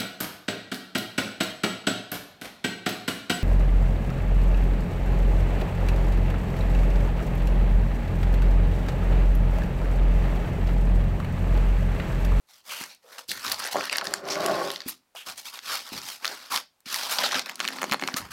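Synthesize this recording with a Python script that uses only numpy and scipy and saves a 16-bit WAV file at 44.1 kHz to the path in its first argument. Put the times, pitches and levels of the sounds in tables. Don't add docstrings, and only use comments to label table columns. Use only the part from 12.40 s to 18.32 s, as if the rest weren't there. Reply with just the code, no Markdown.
import sys
import numpy as np
from scipy import signal
from scipy.fft import rfft, irfft
from scipy.io import wavfile

SR = 44100
rng = np.random.default_rng(int(sys.argv[2]) if len(sys.argv) > 2 else 0)


def unload_wav(signal):
    wavfile.write(
        sys.argv[1],
        SR,
        np.round(np.clip(np.atleast_2d(signal).T, -1, 1) * 32767).astype(np.int16),
    )


N = 261072
TIME = np.arange(N) / SR
TOP_LIMIT_HZ = 16150


def amp(db):
    return 10 ** (np.asarray(db) / 20)


def unit(x):
    return x / np.sqrt(np.mean(x ** 2) + 1e-20)


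def read(points, hz):
    table_hz, value = np.transpose(points)
    return np.interp(np.log(hz + 1), np.log(table_hz), value)


def curve(rows):
    s, *columns = np.transpose(rows)
    return [np.interp(TIME, s, column) for column in columns]


def add(mix, s, sound):
    part = mix[round(s * SR):][:len(sound)]
    part += sound[:len(part)]


def band(x, order, hz, kind="low"):
    return signal.sosfilt(signal.butter(order, hz, kind, fs=SR, output="sos"), x)


def colour(x, points, size=4096):
    gain_db = read(points, abs(np.fft.fftfreq(size, 1 / SR)))
    log_gain = np.log(amp(gain_db))
    taps = np.fft.ifft(np.exp(np.conj(signal.hilbert(log_gain)))).real
    return signal.fftconvolve(x, taps[:size // 2])[:len(x)]


def ring(x, modes):
    out = 0
    for hz, width, db in modes:
        b, a = signal.iirpeak(min(hz, SR / 3), hz / width, SR)
        out = out + amp(db) * signal.lfilter(b, a, x)
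    return out


def wander(rate_hz):
    return unit(band(rng.standard_normal(N), 2, rate_hz))


def grains(per_s, spread_db, cap=1.8):
    size = amp(spread_db * np.minimum(rng.exponential(1, N), cap))
    sign = rng.choice([-1, 1], N)
    happens = rng.random(N) < per_s / SR
    return unit(size * sign * happens)


def gesture(start, rise, hold):
    onset_db, sag_db_per_s, contact_s = -18, -15, .04
    release_db, release_s, release_per_rise, release_bend = -22, 0.052, 0.68, 1.27
    t = TIME - start
    gathering = np.clip(1 - t / max(rise, .001), 0, None) ** 1.5
    ending = np.maximum(t - rise - hold, 0) / (release_s + release_per_rise * rise)
    contact = np.clip(1 + t / contact_s, 0, 1) ** 2
    sag = sag_db_per_s * np.maximum(t - rise, 0)
    return contact * amp(onset_db * gathering + sag + release_db * ending ** release_bend)


def rub_levels():
    # start in seconds, rise in seconds, hold in seconds,
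    # rasp level in dB, foam scrape in dB above the rasp, film fizz in dB above the rasp.
    rubs = [(0.072, 0.032, 0.071, -57.5, -7, -3), (0.251, 0.062, 0.12, -41.5, -1.5, 0),
            (0.484, 0.016, 0.017, -48.5, -9.5, -8), (0.631, 0.11, 0.0044, -52, 0, -2.5),
            (0.781, 0.0023, 0.0056, -42, -1, -3.5), (0.88, 0.0084, 0.02, -41, -15, 3.5),
            (0.895, 0.011, 0.13, -43, 0, -2.5), (1.0, 0.067, 0.062, -35.5, -0.5, -4.5),
            (1.163, 0.049, 0.06, -37, 0.5, -7), (1.311, 0.0097, 0.0087, -33.5, -4.5, -3.5),
            (1.349, 0.042, 0.072, -38.5, 2, -9.5), (1.506, 0.014, 0.047, -33.5, 1.5, -13),
            (1.616, 0.036, 0.11, -44, 2, -7), (1.838, 0.062, 0.05, -37, 2, -9.5),
            (1.976, 0.046, 0.33, -37, -3, -8.5), (2.387, 0.027, 0.053, -51, -4.5, -17),
            (2.458, 0.027, 0.01, -40, -7.5, -1.5), (2.748, 0.0041, 0.069, -53, 1.5, 1.5),
            (2.853, 0.015, 0.031, -39.5, -2.5, -3.5), (2.96, 0.024, 0.0045, -41.5, -7.5, -1),
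            (3.04, 0.019, 0.015, -39.5, -6.5, -3), (3.11, 0.032, 0.019, -44.5, -1.5, -3.5),
            (3.226, 0.1, 0.015, -31.5, -4, -5.5), (3.43, 0.025, 0.041, -46, -4, -6),
            (3.51, 0.023, 0.052, -38.5, -4.5, -5.5), (3.606, 0.063, 0.053, -39.5, -5.5, -2.5),
            (3.801, 0.058, 0.066, -41.5, 1.5, -5.5), (3.917, 0.02, 0.17, -47.5, -3, -7.5),
            (4.103, 0.02, 0.035, -30.5, 1, -2.5), (4.457, 0.002, .04, -40, -9, -10),
            (4.469, 0.057, 0.14, -32.5, -5, -5.5), (4.677, 0.038, 0.023, -29, -4.5, -2.5),
            (4.753, 0.052, 0.036, -30, 1.5, -8), (4.82, 0.023, 0.0088, -29, -2.5, -11.5),
            (4.906, 0.0051, 0.082, -31, -1.5, -11), (5.038, 0.036, 0.026, -46, 4.5, -10),
            (5.148, 0.095, 0.28, -43, 1.5, -8), (5.588, 0.039, 0.23, -48.5, 6.5, -4.5),
            (5.763, 0.0016, 0.0017, -31.5, 1.5, 0.5), (5.905, 0.011, 0.01, -40.5, 0, -3.5)]
    power = np.zeros((3, N))
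    for start, rise, hold, db, scrape_db, fizz_db in rubs:
        levels = amp([[db + scrape_db], [db], [db + fizz_db]])
        power += levels ** 2 * gesture(start, rise, hold) ** 2
    return np.sqrt(power)


def crinkles(count=20):
    out = np.zeros(N)
    for hz in np.geomspace(900, 14000, count):
        clicks = grains(per_s=20, spread_db=4, cap=3.5)
        out += ring(clicks, [(hz, 0.16 * hz, 0)])
    return unit(out)


def rubbing():
    # time in seconds, crackle in dB relative to the smooth friction.
    stick_points = [(.9, -9), (1.25, -5), (2.4, -7.5), (2.7, -6), (4.7, -11.5), (5.1, -1), (5.72, -3),
                    (5.77, -9.5)]
    # frequency in Hz, strength in dB per Hz.
    scrape_colour = [(40, -48), (120, -24.5), (240, -7.5), (350, -11.5), (520, -3.5), (800, 1), (1350, 2.5),
                     (1900, -1), (3000, -10), (6000, -45.5)]
    rasp_colour = [(900, -20), (1700, -12), (2250, 0), (2900, 1), (3500, 1), (4300, 3.5), (5300, 2),
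                   (6500, -9), (8000, -13.5), (14000, -58)]
    fizz_colour = [(3500, -42), (6000, 2.5), (7300, 0), (8700, 0), (10500, -0.5), (12000, 0.5), (13600, -2),
                   (16000, -7.5)]
    stick = amp(curve(stick_points)[0])
    grip = amp(3.74 * np.sqrt(np.minimum(stick, 1)) * wander(rate_hz=110))
    crackle = unit(crinkles() + .7 * grains(per_s=240, spread_db=2.0, cap=3.0))
    out = np.zeros(N)
    for spectrum, level in zip((scrape_colour, rasp_colour, fizz_colour), rub_levels()):
        smooth = grains(per_s=20000, spread_db=3.3)
        drive = grip * (smooth + stick * crackle) / np.hypot(1, stick)
        lag = SR * 0.000667 * amp(3.6 * wander(rate_hz=2.57))
        strength = .55 * np.tanh(2 * wander(rate_hz=4))
        drive = drive + strength * np.interp(np.arange(N) - lag, np.arange(N), drive)
        out += level * unit(colour(drive, spectrum))
    return out


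def strokes():
    # start in seconds, length in seconds, resonance in Hz, level in dB.
    wipes = [(0.289, 0.17, 2680, -42.5), (0.634, 0.24, 535, -60.5), (0.891, 0.044, 4200, -34),
             (1.899, 0.061, 5400, -34), (2.481, 0.027, 12500, -33.5), (2.749, 0.024, 720, -48),
             (2.759, 0.088, 2970, -45), (3.292, 0.083, 1280, -37), (4.842, 0.036, 4180, -29.5)]
    out = np.zeros(N)
    friction = grains(per_s=9000, spread_db=3)
    for s, length, hz, db in wipes:
        u = np.arange(0, 1, 1 / (length * SR))
        mode = [(hz, 0.36 * hz, 0)]
        hiss = ring(ring(friction[round(s * SR):][:len(u)], mode), mode)
        swell = np.minimum(20 * u, 1) * np.sqrt(1 - u)
        add(out, s, amp(db) * unit(hiss * swell))
    return out


def package():
    # start in seconds, peak of the knock in dB, time in seconds for the push to fade by 60 dB.
    bumps = [(0.41, -36.5, 0.13), (0.887, -42, 0.5), (1.062, -41, 0.47), (1.672, -40.5, 0.36),
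             (2.46, -33, 0.19), (2.867, -46.5, 0.39), (3.52, -35, 0.44), (4.462, -43, 0.092),
             (4.954, -34.5, 0.14), (5.516, -32, 0.23), (5.742, -32, 0.087), (5.802, -43.5, 0.78)]
    # time in seconds, level in dB.
    carry = [(4.45, -76), (4.6, -68.5), (4.84, -51), (5.17, -61), (5.22, -48.5), (5.54, -42), (5.59, -62),
             (5.63, -37.5), (5.92, -77)]
    # frequency in Hz, width in Hz, strength in dB.
    box_modes = [(200, 42, 2.5), (248, 48, 8), (333, 74, -3.5)]
    force = amp(curve(carry)[0]) * (TIME > carry[0][0])
    weight, blows = np.zeros(N), np.zeros(N)
    knock = ring(np.pad(signal.windows.hann(150), (0, SR)), box_modes)
    for s, db, t60 in bumps:
        push = amp(db - 8.0 - 60 * TIME[:SR] / t60)
        add(blows, s, amp(db) * knock / abs(knock).max())
        add(force, s, push)
        add(weight, s, push * (t60 / 0.61) ** 2)
    boom = ring(grains(per_s=2600, spread_db=1.5), box_modes)
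    boom = unit(band(boom, 2, [150, 520], "band"))
    thud = unit(band(rng.standard_normal(N), 3, [48, 170], "band"))
    return blows + force * boom + weight * thud


def snaps(size=700):
    # start in seconds,
    # level in dB before the final trim, ring in Hz, treble crack in dB above the ring.
    creases = [(0.413, -30.5, 2200, -3), (0.4384, -27, 1600, -2), (.5484, -48, 4190, 7),
               (0.7845, -36, 3100, -1), (0.9162, -20, 2970, -2), (1.065, -23.5, 4500, -9),
               (1.0802, -23.5, 2750, -8), (1.1176, -17.5, 3560, -10), (1.121, -17, 4600, 0),
               (1.144, -26, 3990, -12), (1.193, -31, 4500, 4), (1.199, -27.5, 4000, 2),
               (1.25, -27, 2300, -3), (1.258, -29, 2290, -1), (1.266, -26, 2090, -1),
               (1.2733, -28, 2300, -6), (1.4096, -23.5, 2580, -20), (1.4546, -26, 2980, -4.5),
               (1.4967, -20.5, 2570, -15), (1.528, -17.5, 2280, -5), (1.558, -19.5, 2160, -21),
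               (1.57, -26.5, 4300, 16), (1.5834, -15.5, 3210, -8.5), (1.643, -30, 2500, 0),
               (1.654, -27.5, 2400, -3), (1.67, -21, 4480, -20), (1.7384, -13.5, 1870, -1),
               (1.9559, -25, 1650, -25.5), (2.062, -18.5, 2940, 1), (2.3035, -23.5, 3470, -12),
               (2.3165, -27.5, 3550, 0), (2.3602, -25.5, 3600, -18), (2.4047, -28.5, 4300, -18),
               (2.4184, -33, 3800, -15), (2.486, -27, 4970, -2), (3.1905, -30.5, 3230, -20),
               (3.4905, -34.5, 5240, -6), (3.6172, -33.5, 5660, -16), (3.8465, -19, 2660, -10),
               (3.8541, -17.5, 3800, -9.5), (3.8782, -20.5, 4600, -13), (4.161, -15.5, 3340, -8),
               (4.1753, -20.5, 2200, -7), (4.405, -53.5, 4500, 4), (4.5435, -17, 3130, -3.5),
               (4.5608, -23, 4300, -3), (4.7858, -16.5, 3130, -16), (4.7898, -19.5, 3770, -16)]
    out, t = np.zeros(N), np.arange(size) / SR
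    for s, db, hz, crack_db in creases:
        flip = .26 * rng.standard_normal(size) * np.exp(-t / .0013)
        flip[0] = 1
        body = ring(flip, [(1850, 380, 1), (hz, 0.27 * hz, 0), (4400, 900, -1)])
        body = band(body, 2, 7500)
        top_hz = min(6800 + 1.7 * hz, TOP_LIMIT_HZ)
        crack = band(flip, 2, [6000, top_hz], "band")
        both = unit(body) + amp(crack_db) * unit(crack)
        add(out, s, amp(db) * both / np.hypot(1, amp(crack_db)))
    return amp(-9.5) * out


def tabletop():
    # start in seconds, rise in seconds, hold in seconds, level in dB.
    pushes = [(1.339, 0.015, 0.031, -29.5), (1.558, 0.069, 0.16, -39.5), (1.787, .08, 0.016, -35),
              (1.877, 0.18, 0.16, -25.5)]
    # frequency in Hz, width in Hz, strength in dB.
    table_modes = [(210, 35, -4), (320, 44, -7.5), (400, 70, 4.5), (534, 36, -2.5), (629, 100, -0.5),
                   (755, 75, -1.5), (1058, 77, 3), (1390, 91, -5)]
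    # time in seconds, pitch in Hz.
    judder_pitch = [(1.9, 560), (2.08, 665), (2.2, 558)]
    judder_width_hz, judder_db = 35, -6
    catches = grains(per_s=600, spread_db=2.5)
    turn = np.exp(2j * np.pi * np.cumsum(curve(judder_pitch)[0]) / SR)
    r = np.exp(-np.pi * judder_width_hz / SR)
    judder = (turn * signal.lfilter([1 - r], [1, -r], catches / turn)).real
    drone = unit(ring(catches, table_modes)) + amp(judder_db) * unit(judder)
    power = sum((amp(db) * gesture(start, rise, hold)) ** 2 for start, rise, hold, db in pushes)
    return np.sqrt(power) * unit(band(drone, 2, [100, 1600], "band"))


def squeaks():
    # start in seconds, length in seconds, start pitch in Hz, end pitch in Hz, level in dB.
    glides = [(1.345, 0.009, 1083, 547, -28.5), (1.3555, 0.008, 908, 665, -21.5),
              (1.615, 0.021, 1486, 601, -33.5), (3.858, 0.12, 743, 212.4, -52.5),
              (4.8396, 0.014, 1674, 1080, -30), (4.925, 0.011, 1000, 1700, -30.5)]
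    out, waver = np.zeros(N), wander(rate_hz=290)
    for s, length, start_hz, end_hz, db in glides:
        u = np.arange(0, 1, 1 / (length * SR))
        unsteady = amp(1.9 * waver[round(s * SR):][:len(u)])
        hz = start_hz * (end_hz / start_hz) ** u * unsteady
        phase = 2 * np.pi * np.cumsum(hz) / SR
        swell = np.sin(np.pi * np.sqrt(u)) * amp(0.84 * waver[:len(u)])
        note = np.sin(phase) + 0.093 * np.sin(2 * phase)
        add(out, s, amp(db) * unit(swell * note))
    return out


def creaks(size=1024):
    # start in seconds, level in dB before the final trim, centre in Hz.
    slips = [(1.3673, -24, 940), (1.3731, -31, 430), (1.612, -27, 1700), (3.8655, -30.5, 2800),
             (4.9178, -30.5, 2970), (4.956, -27, 1930), (4.994, -21.5, 2870), (5.06, -32, 2860),
             (5.0908, -37, 2200), (5.0951, -28, 1900), (5.1564, -35, 5160), (5.1935, -35, 1970),
             (5.2026, -20, 1530), (5.2097, -26, 1730), (5.2441, -31, 2000), (5.2514, -24, 1900),
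             (5.2773, -21.5, 3140), (5.2862, -24, 2000), (5.386, -32, 1600), (5.4163, -26.5, 1900),
             (5.4195, -26, 990), (5.43, -22.5, 910), (5.4411, -22, 690), (5.497, -33, 1490),
             (5.513, -28, 2800), (5.5145, -29, 2300), (5.5213, -18.5, 1510), (5.528, -19.5, 1270),
             (5.535, -21.5, 1340), (5.5435, -19, 925), (5.5962, -32, 1890), (5.614, -35, 2200),
             (5.6238, -24.5, 950), (5.6371, -25, 1200), (5.676, -23, 2600), (5.686, -23, 1260),
             (5.7415, -25.5, 2600)]
    # frequency in Hz, width in Hz, strength in dB.
    rattle_modes = [(2230, 100, 6.5), (4330, 270, 6.5), (6640, 640, -8.5), (11000, 5000, -14.5)]
    rattle_db, rattle_spread_db = -8, 11.5
    slip_delay_s, echo_delay_s, echo_db = .0005, .0042, -14
    beads_per_khz = 0.09
    foam_top_hz = 8000
    out, t = np.zeros(N), np.arange(size) / SR
    f = np.fft.rfftfreq(size, 1 / SR) + 1
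    travel = -2j * np.pi * np.cumsum(np.sqrt(1000 / (f + 100))) * SR / size
    paths = np.exp(travel * slip_delay_s) + amp(echo_db) * np.exp(travel * echo_delay_s)
    for s, db, hz in slips:
        beads = beads_per_khz * hz / 1000 * rng.standard_normal(size) * np.exp(-t / .0012)
        beads[0] = 1
        resonance = 1 / (1 + .62j * (f / hz - hz / f)) ** 2
        damping = 1 / (1 + 1j * f / foam_top_hz)
        wave = irfft(rfft(beads) * paths * resonance * damping)
        modes = [(mode_hz, width, mode_db + rattle_spread_db * rng.standard_normal())
                 for mode_hz, width, mode_db in rattle_modes]
        rattle = ring(rng.standard_normal(size) * np.exp(-t / 0.0023), modes)
        add(out, s, amp(db) * (unit(wave) + amp(rattle_db) * unit(rattle)))
    return amp(-9) * out


def room(x, size=22050):
    # frequency in Hz, time in seconds for the reflections to fade by 60 dB.
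    fade_times = [(150, 0.4), (1000, 0.15), (5000, 0.25), (15000, 0.037)]
    hz, t, z = signal.stft(rng.standard_normal(size), SR, nperseg=256)
    fade = amp(-60 * t / read(fade_times, hz)[:, None])
    tail = signal.istft(z * fade, SR, nperseg=256)[1]
    tail = np.concatenate([np.zeros(round(.004 * SR)), tail])
    return signal.fftconvolve(x, tail / np.linalg.norm(tail))[:N]


def room_tone():
    # frequency in Hz, strength in dB per Hz.
    tone_colour = [(30, -3.5), (250, -4.5), (420, -5), (800, -2), (1700, -7), (16000, -17)]
    return amp(-72.5) * unit(colour(rng.standard_normal(N), tone_colour))


def scene():
    near = rubbing() + strokes() + package() + snaps() + tabletop() + squeaks() + creaks()
    return (near + amp(-16.0) * room(near) + room_tone())[None]


def record(dry):
    lean = band(dry, 1, 45, "high")
    top_limit = signal.firwin(401, TOP_LIMIT_HZ, window=("kaiser", 8), fs=SR)
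    return signal.oaconvolve(lean, top_limit[None], "same")


dry = scene()
out = record(dry)
unload_wav(out)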